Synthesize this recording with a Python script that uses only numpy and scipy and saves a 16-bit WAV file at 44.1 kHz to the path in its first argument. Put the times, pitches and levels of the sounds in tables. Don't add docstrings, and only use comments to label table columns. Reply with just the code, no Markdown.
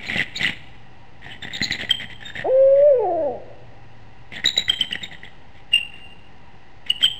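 import sys
import numpy as np
from scipy import signal
from scipy.fft import rfft, irfft, next_fast_len
from scipy.io import wavfile
from scipy.ndimage import uniform_filter1d

SR = 44100
rng = np.random.default_rng(int(sys.argv[2]) if len(sys.argv) > 2 else 0)


def file_out(sig):
    cols = np.atleast_2d(sig).T
    lim = np.clip(cols, -1, 1)
    pcm = np.round(lim * 32767).astype(np.int16)
    wavfile.write(sys.argv[1], SR, pcm)


N = 317079
TIME_S = np.arange(N) / SR

# (start [s], end [s], rasp level [dB], rattle level [dB], ring pitch [Hz])
SYLLABLE_ROWS = [(0, .09, -36, -31, 2250), (0.088, .17, -30.5, -18.5, 2080),
                 (0.169, 0.231, -25.5, -24, 2050), (0.346, 0.4, -37.5, -36, 2300),
                 (.398, .5, -25.5, -22, 2150), (.497, 0.537, -33.5, -32, 2070),
                 (1.219, 1.369, -43.5, -36, 1865), (1.423, 1.488, -39, -26, 1874),
                 (1.504, 1.59, -41.5, -29, 1960), (1.604, 1.68, -37.5, -26.5, 1940),
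                 (1.701, 1.766, -32, -23, 1975), (1.79, 1.853, -31.5, -23.5, 1996),
                 (1.889, 1.951, -36, -33.5, 1970), (1.998, 2.047, -35, -26, 1970),
                 (2.099, 2.137, -41, -36.5, 1970), (2.207, 2.322, -43, -36.5, 1804),
                 (2.353, 2.427, -35, -23, 1890), (2.759, 2.826, -56, -38, 1920),
                 (4.321, 4.405, -39.5, -27.5, 1980), (4.44, 4.508, -34, -29.5, 1920),
                 (4.559, 4.626, -32.5, -29.5, 2080), (4.68, 4.744, -32.5, -31.5, 2030),
                 (4.79, 4.851, -34.5, -29.5, 2020), (4.904, 4.961, -38, -31.5, 1950),
                 (5.017, 5.065, -39.5, -30.5, 2200), (5.113, 5.159, -46, -32.5, 1970),
                 (5.233, 5.28, -48.5, -36.5, 1935), (5.551, 5.609, -52, -52, 1910),
                 (5.719, 5.792, -40.5, -39, 1890), (5.924, 6.01, -54, -47, 1794),
                 (6.865, 6.923, -40.5, -36.5, 1995), (7.006, 7.075, -33, -42, 2000)]
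# (time [s], ring pitch [Hz], level [dB], thud level [dB])
CLACK_ROWS = [(.086, 2380, -20, -31), (.0977, 2015, -15, -34), (.158, 2010, -15, -19),
              (.183, 2730, -14.5, -34), (.194, 2045, -13, -27), (0.2056, 1965, -12, -30),
              (0.2146, 1903, -14.5, -26), (0.4091, 2000, -15.5, -24), (0.4446, 2000, -10, -37),
              (0.4546, 1990, -12, -36), (0.4738, 1930, -17.5, -33), (0.4918, 1920, -18.5, -24.5),
              (1.263, 1880, -29, -29), (1.4495, 1940, -23.5, -28.5), (1.5058, 1970, -29, -41),
              (1.6146, 2016, -12.5, -23), (1.7081, 1980, -12, -23), (1.8329, 2110, -25, -23.5),
              (1.8935, 1963, -16, -34), (2.2255, 1780, -27.5, -35.5), (2.3003, 1710, -27.5, -49),
              (2.361, 1870, -23, -40), (2.3927, 1840, -21, -28.5), (4.4416, 2010, -14, -29),
              (4.4464, 1894, -15, -33), (4.5651, 2060, -20.5, -30), (4.6817, 2014, -16, -37),
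              (4.7378, 2020, -22, -38.5), (4.9104, 1950, -22.5, -37.5), (4.9533, 1925, -15.5, -30),
              (5.2326, 1943, -28, -34), (7.0141, 1980, -20, -35)]
# (time [s], pitch [Hz], level [dB], length [s], roughness [0-1],
# stutter gap [s], first stutter re whistle [dB])
SQUEAK_ROWS = [(0.076, 4030, -30, 0.019, 0.3, .012, -16), (0.174, 3520, -25, 0.0054, 0.8, 0.0091, -18),
               (0.364, 3800, -19.5, 0.01, .28, .01, -22), (0.374, 4280, -24.5, 0.011, 0.44, .01, -10),
               (0.432, 3607, -16.5, 0.0033, 0.54, .008, -12), (.466, 2907, -17.5, 0.0054, 0.58, .01, -2),
               (1.324, 3020, -34.5, 0.03, 0.45, .015, -14), (1.43, 3550, -25.5, 0.0085, 0.16, 0.017, -5),
               (1.539, 3712, -22, 0.0095, 0.34, 0.014, -1), (1.63, 4054, -13, 0.0083, 0.41, .0115, -2),
               (1.723, 3910, -14.5, 0.0037, 0.41, 0.0085, -3), (1.814, 3165, -24, .012, 0.98, .01, -16.5),
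               (1.912, 3158, -4, .0068, 0.08, 0.0092, -16), (2.264, 3650, -28, 0.018, 0, 0.03, -6.5),
               (2.378, 3690, -41, 0.025, 0.1, 0.0086, -22), (4.367, 3480, -32, .013, 0.78, 0.011, -15),
               (4.46, 3835, -5, 0.00526, 0.15, .0145, -1.3), (4.58, 3858, -3.5, 0.0063, 0.11, .015, -11.5),
               (4.7, 3157, -4, 0.0068, .04, .011, -23.5), (4.812, 3082, -6, 0.0043, .08, .0075, -9),
               (4.93, 2925, -12.5, 0.0041, .19, .01, -24), (5.036, 3710, -22, 0.0067, 0.19, 0.0059, -5.5),
               (5.132, 3550, -38, 0.011, 0.5, 0.0094, -15), (5.252, 3287, -37, 0.0069, 0.72, .01, -15),
               (5.741, 2783, -4.5, 0.0098, 0.04, 0.02, -2), (6.905, 2882, -5, 0.0058, 0.01, .006, -15),
               (7.032, 3100, -9, 0.006, 0.17, .01, -25), (7.044, 3159, -3.5, 0.01, 0.06, .012, -28),
               (7.059, 3041, -7.5, 0.0096, 0.19, .007, -11)]
# (frequency [Hz], density [dB per Hz])
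RASP_SPECTRUM = [(40, -21), (100, -2.5), (180, -3.5), (600, -19.5), (790, -16), (1050, -38), (1550, -16.5),
                 (1990, 2.5), (2400, -5), (2800, -5), (3700, -7), (4300, -22), (4900, -31.5), (5400, -19.5),
                 (6200, -72)]
# (frequency [Hz], density [dB per Hz])
THUD_SPECTRUM = [(40, -21), (100, -2.5), (200, 2.5), (400, -11), (620, -9), (790, -3), (1000, -33.5),
                 (1500, -40.5), (4000, -78)]
# (frequency [Hz], density [dB per Hz])
SNAP_SPECTRUM = [(900, -38.5), (1500, -4.5), (2300, -5.5), (2800, -1), (3700, -7), (4800, -25),
                 (5400, -11.5), (6200, -63.5)]
# (time [s], pitch [Hz], level [dB])
HOOT_COURSE = [(2.439, 262.4, -41.5), (2.452, 287, -20), (2.478, 382, -19), (2.502, 514, -15.5),
               (2.601, 536.1, -9), (2.7, 542.8, -11.5), (2.8, 562.3, -11), (2.88, 600.6, -9.5),
               (2.935, 527.4, -12.5), (3.01, 443, -19), (3.07, 364.8, -18.5), (3.2, 318, -20),
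               (3.27, 275.4, -19), (3.385, 192, -35.5)]
# (frequency [Hz], gain [dB])
THROAT_GAIN = [(200, -11), (285, -16), (360, -10.5), (435, -5), (550, 3), (720, -2.5), (800, -4.5),
               (870, -15.5), (1000, -32.5), (1300, -42.5), (1620, -35.5), (2200, -39.5), (3300, -46.5),
               (4200, -77)]
# (frequency [Hz], decay by 60 dB [s])
WOOD_T60_S = [(200, 1.7), (600, 1.2), (2000, 0.59), (2800, 1.085), (3900, 0.83), (5500, 0.79)]
# (frequency [Hz], density [dB per Hz])
AIR_SPECTRUM = [(15, 1), (50, 0.5), (90, 1), (150, -3), (330, -9.5), (690, -13.5), (790, -2.5), (870, -14),
                (950, -6.5), (1080, -18), (1700, -17.5), (1960, -9.5), (2200, -20.5), (2750, -15),
                (3200, -23), (5400, -26), (6000, -81.5)]
# (time [s], level [dB])
HUM_LEVEL = [(0, -56), (.6, -51.5), (1.1, -54), (1.7, -50), (4.3, -51), (5.5, -66), (7.19, -62)]

RATTLE_PER_S, RATTLE_UNEVEN, RATTLE_SPREAD_DB, RATTLE_PAUSE_S = 85.0, .22, 2.0, .007
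RING_SPREAD = .04
THUD_AT_0_DB, THUD_FOLLOWS = -15.0, .8
PUFF_S, STEADY_AIR = .002, .35
FLICK_LEAD_S, FLICK_RATIO, FLICK_DB, FLICK_LOSS_DB_PER_S = .006, 1.6, -4.5, 3301
STUTTER_FADE, STUTTER_STRETCH, STUTTER_ROUGHENS = 2.24, 0.11, 0.45
OCTAVE_PITCH_HZ = 2760
WAVER_HZ, WAVER_PEAK_S = 17.14, 3.15
WAVER_START_S, WAVER_RISE_S, WAVER_DEPTH = 2.91, 0.07, .035
CUTOFF_HZ = 16000


def from_db(db):
    return 10 ** (np.asarray(db) / 20)


def rms_one(x):
    return x / np.sqrt(np.mean(x ** 2) + 1e-20)


def in_time(rows):
    times_s, *columns = np.transpose(rows)
    return [np.interp(TIME_S, times_s, column) for column in columns]


def at_hz(points, hz):
    freqs_hz, values = np.transpose(points)
    return np.interp(np.log(np.maximum(hz, 1)), np.log(freqs_hz), values)


def coloured(x, spectrum):
    size = next_fast_len(N)
    gains = from_db(at_hz(spectrum, np.fft.rfftfreq(size, 1 / SR)))
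    return rms_one(irfft(rfft(x, size) * gains, size)[:N])


def noise(spectrum):
    return coloured(rng.standard_normal(N), spectrum)


def drift(points_per_s):
    return rms_one(np.interp(TIME_S * points_per_s, np.arange(N), rng.standard_normal(N)))


def near(start_s, end_s):
    return slice(max(int(start_s * SR), 0), max(int(end_s * SR), 1))


def burst(age_s, rise_s, decay_s):
    age_s = np.maximum(age_s, 0)
    shape = (1 - np.exp(-(age_s / rise_s) ** 2)) * np.exp(-age_s / decay_s)
    return shape / (shape.max() + 1e-12)


def clacks(ring_db=0.5, snap_db=-13.0, thud_db=-3.5):
    out, snap, thud = np.zeros(N), noise(SNAP_SPECTRUM), noise(THUD_SPECTRUM)
    for time_s, ring_hz, level_db, low_db in CLACK_ROWS + rattle():
        span = near(time_s - .005, time_s + .04)
        age_s = TIME_S[span] - time_s
        ring = burst(age_s, rise_s=0.0011, decay_s=0.0031) * np.sin(2 * np.pi * ring_hz * age_s)
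        out[span] += from_db(level_db + ring_db) * ring
        out[span] += from_db(level_db + snap_db) * burst(age_s, rise_s=0.0012, decay_s=0.0037) * snap[span]
        out[span] += from_db(low_db + thud_db) * burst(age_s, rise_s=.001, decay_s=0.0062) * thud[span]
    return out


def rattle():
    pulses, hard_s = [], np.array(CLACK_ROWS)[:, 0]
    chances = rng.standard_normal((len(SYLLABLE_ROWS), 3, 24))
    for (start_s, end_s, _, db, ring_hz), (gaps, sizes, detunes) in zip(SYLLABLE_ROWS, chances):
        steps_s = np.exp(RATTLE_UNEVEN * gaps) / RATTLE_PER_S
        times_s = start_s + np.cumsum(steps_s) - steps_s[0]
        levels_db = db + RATTLE_SPREAD_DB * sizes
        for time_s, level_db, detune in zip(times_s, levels_db, detunes):
            if time_s < end_s and np.abs(time_s - hard_s).min() > RATTLE_PAUSE_S:
                pulse_hz = ring_hz * (1 + RING_SPREAD * detune)
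                pulses.append((time_s, pulse_hz, level_db, THUD_AT_0_DB + THUD_FOLLOWS * level_db))
    return pulses


def rasps(level_db=-1.0, spread_db=4.5, edge_s=0.009, slips_per_s=330.0):
    effort = np.zeros(N)
    for start_s, end_s, db, *_ in SYLLABLE_ROWS:
        span = near(start_s - .03, end_s + .03)
        t = TIME_S[span]
        opening = (1 + np.tanh((t - start_s) / edge_s)) / 2
        closing = (1 + np.tanh((end_s - t) / edge_s)) / 2
        effort[span] += from_db(db) * opening * closing
    turns = np.floor(np.cumsum(slips_per_s * from_db(4.0 * drift(200))) / SR)
    strengths = from_db(spread_db * np.clip(rng.standard_normal(N), -2, 1.5))
    slips = np.diff(turns, prepend=0) * strengths
    puffs = rms_one(signal.lfilter([1], [1, -np.exp(-1 / (PUFF_S * SR))], slips))
    return from_db(level_db) * effort * rms_one(puffs + STEADY_AIR) * noise(RASP_SPECTRUM)


def squeaks(level_db=0.0, fall=.007, bend=.018, scatter_rad=2.0, shimmer_db=5.0, skirt=0.15, octave_db=-35.5):
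    out, shake, shimmer = np.zeros(N), drift(830), drift(600)
    for time_s, hz, db, length_s, rough in whistles():
        span = near(time_s - .05, time_s + .05)
        along = (TIME_S[span] - time_s) / (length_s / 2)
        pitch_hz = hz * (1 - fall * np.tanh(along) + bend * np.tanh(along ** 2 / 2))
        phase = 2 * np.pi * np.cumsum(pitch_hz) / SR + scatter_rad * rough * shake[span]
        core = .5 ** (np.abs(along) ** 3.1)
        swell = (1 - skirt) * core + skirt * np.exp(-(along / 3.0) ** 2)
        octave = from_db(octave_db) * (OCTAVE_PITCH_HZ / hz) ** 6.5 * np.sin(2 * phase)
        gain = from_db(db + level_db + shimmer_db * rough * shimmer[span])
        out[span] += gain * swell * (np.sin(phase) + octave)
    return out


def whistles(count=3):
    rows = []
    for time_s, hz, db, length_s, rough, gap_s, stutter_db in SQUEAK_ROWS:
        flick_db = db + FLICK_DB - FLICK_LOSS_DB_PER_S * length_s
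        rows.append((time_s - FLICK_LEAD_S, hz * FLICK_RATIO, flick_db, length_s / 2, .4))
        for k in range(count):
            rows.append((time_s + k * gap_s, hz, db + stutter_db * k ** STUTTER_FADE,
                         length_s * (1 + STUTTER_STRETCH * k), rough * (1 + STUTTER_ROUGHENS * k)))
    return rows


def hoot(level_db=-2.0, jitter=0.0025, quake=.35, overtones_db=0.0, slope_db=-1.5, purity=.25,
         uneven_db=3.5, count=6):
    pitch_hz, db = in_time(HOOT_COURSE)
    depth = WAVER_DEPTH * np.clip((TIME_S - WAVER_START_S) / WAVER_RISE_S, 0, 1)
    unsteady = (jitter + quake * depth) * drift(160)
    waver = depth * np.cos(2 * np.pi * WAVER_HZ * (TIME_S - WAVER_PEAK_S))
    pitch_hz = pitch_hz * (1 + waver + unsteady)
    phase = 2 * np.pi * np.cumsum(pitch_hz) / SR
    k = np.arange(1, count + 1)[:, None]
    louder_db = db - np.mean([row[2] for row in HOOT_COURSE])
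    overtone_db = (overtones_db - purity * louder_db) * (k > 1)
    gains = from_db(at_hz(THROAT_GAIN, k * pitch_hz) + overtone_db + slope_db * np.log2(k))
    upper = k * pitch_hz > 1300
    gains = gains * from_db(uneven_db * upper * np.array([drift(68) for _ in range(count)]))
    phase_shift = upper * (k - 1) * drift(240) / 4
    harmonics = (gains * np.sin(k * phase + phase_shift)).sum(axis=0)
    voice = harmonics / np.sqrt((gains ** 2).sum(axis=0) / 2)
    sounding = (TIME_S > HOOT_COURSE[0][0]) * (TIME_S < HOOT_COURSE[-1][0])
    return from_db(db + level_db) * voice * sounding


def hoot_catch(start_s=2.441, level_db=-22.5, centre_hz=680.0, width=0.087):
    edges_hz = centre_hz * np.exp([-width, width])
    band = signal.butter(2, edges_hz, "band", fs=SR, output="sos")
    hoarse = rms_one(signal.sosfilt(band, rng.standard_normal(N)))
    return from_db(level_db) * burst(TIME_S - start_s, rise_s=.009, decay_s=.018) * hoarse


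def wood(x, near_db, far_db, near_t60_s=0.3, gap_s=0.0048, dull_hz=3860.0, rustle=.55):
    t = TIME_S[:SR]
    white, tail = rng.standard_normal((2, SR)), np.zeros(SR)
    edges_hz = np.geomspace(100, 6400, 13)
    for k, (low_hz, high_hz) in enumerate(zip(edges_hz, edges_hz[1:])):
        sos = signal.butter(2, [low_hz, high_hz], "band", fs=SR, output="sos")
        band = signal.sosfilt(sos, white[k % 2])
        t60_s = at_hz(WOOD_T60_S, np.sqrt(low_hz * high_hz))
        tail += band * np.exp(-np.log(1000) * t / t60_s)
    scatter = rng.standard_normal(SR) * np.exp(-np.log(1000) * t / near_t60_s)
    onset = 1 - np.exp(-(t / gap_s) ** 2)
    echoes = (from_db(near_db) * scatter + from_db(far_db) * tail) * onset
    echoes = signal.sosfilt(signal.butter(2, dull_hz, fs=SR, output="sos"), echoes)
    return x + signal.fftconvolve(x, echoes)[:N] * rms_one(1 + rustle * drift(450))


def night(air_db=-47.5, hum_hz=116.0, wander=.015):
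    hum_db, = in_time(HUM_LEVEL)
    phase = 2 * np.pi * np.cumsum(hum_hz * (1 + wander * drift(8.6))) / SR
    hum = np.sqrt(2) * from_db(hum_db + 0.5 * drift(6.8)) * np.sin(phase)
    return from_db(air_db) * noise(AIR_SPECTRUM) + hum


def scene():
    chatter = wood(clacks() + rasps(), near_db=-42.5, far_db=-49.5, rustle=0.18)
    shrieks = wood(squeaks(), near_db=-39.0, far_db=-48.0, rustle=0.28)
    owl = wood(hoot() + hoot_catch(), near_db=-57.5, far_db=-49.5, rustle=0)
    return (chatter + shrieks + owl + night())[None]


def record(dry, top=0.49, lift=0.13, offset=-.013, step_count=4, hold_count=3):
    slow = np.clip(dry[:, ::step_count], -top, top)
    slow = signal.lfilter([-lift, 1 + 2 * lift, -lift], [1], slow)
    out = np.repeat(slow, step_count, axis=1)[:, :N]
    for _ in range(hold_count - 1):
        out = uniform_filter1d(out, step_count, axis=1)
    notch = signal.butter(4, [9300, 12800], "bandstop", fs=SR, output="sos")
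    out = signal.sosfilt(notch, out)
    lowpass = signal.ellip(10, .1, 80, CUTOFF_HZ, fs=SR, output="sos")
    return offset + signal.sosfilt(lowpass, out)


dry = scene()
out = record(dry)
file_out(out)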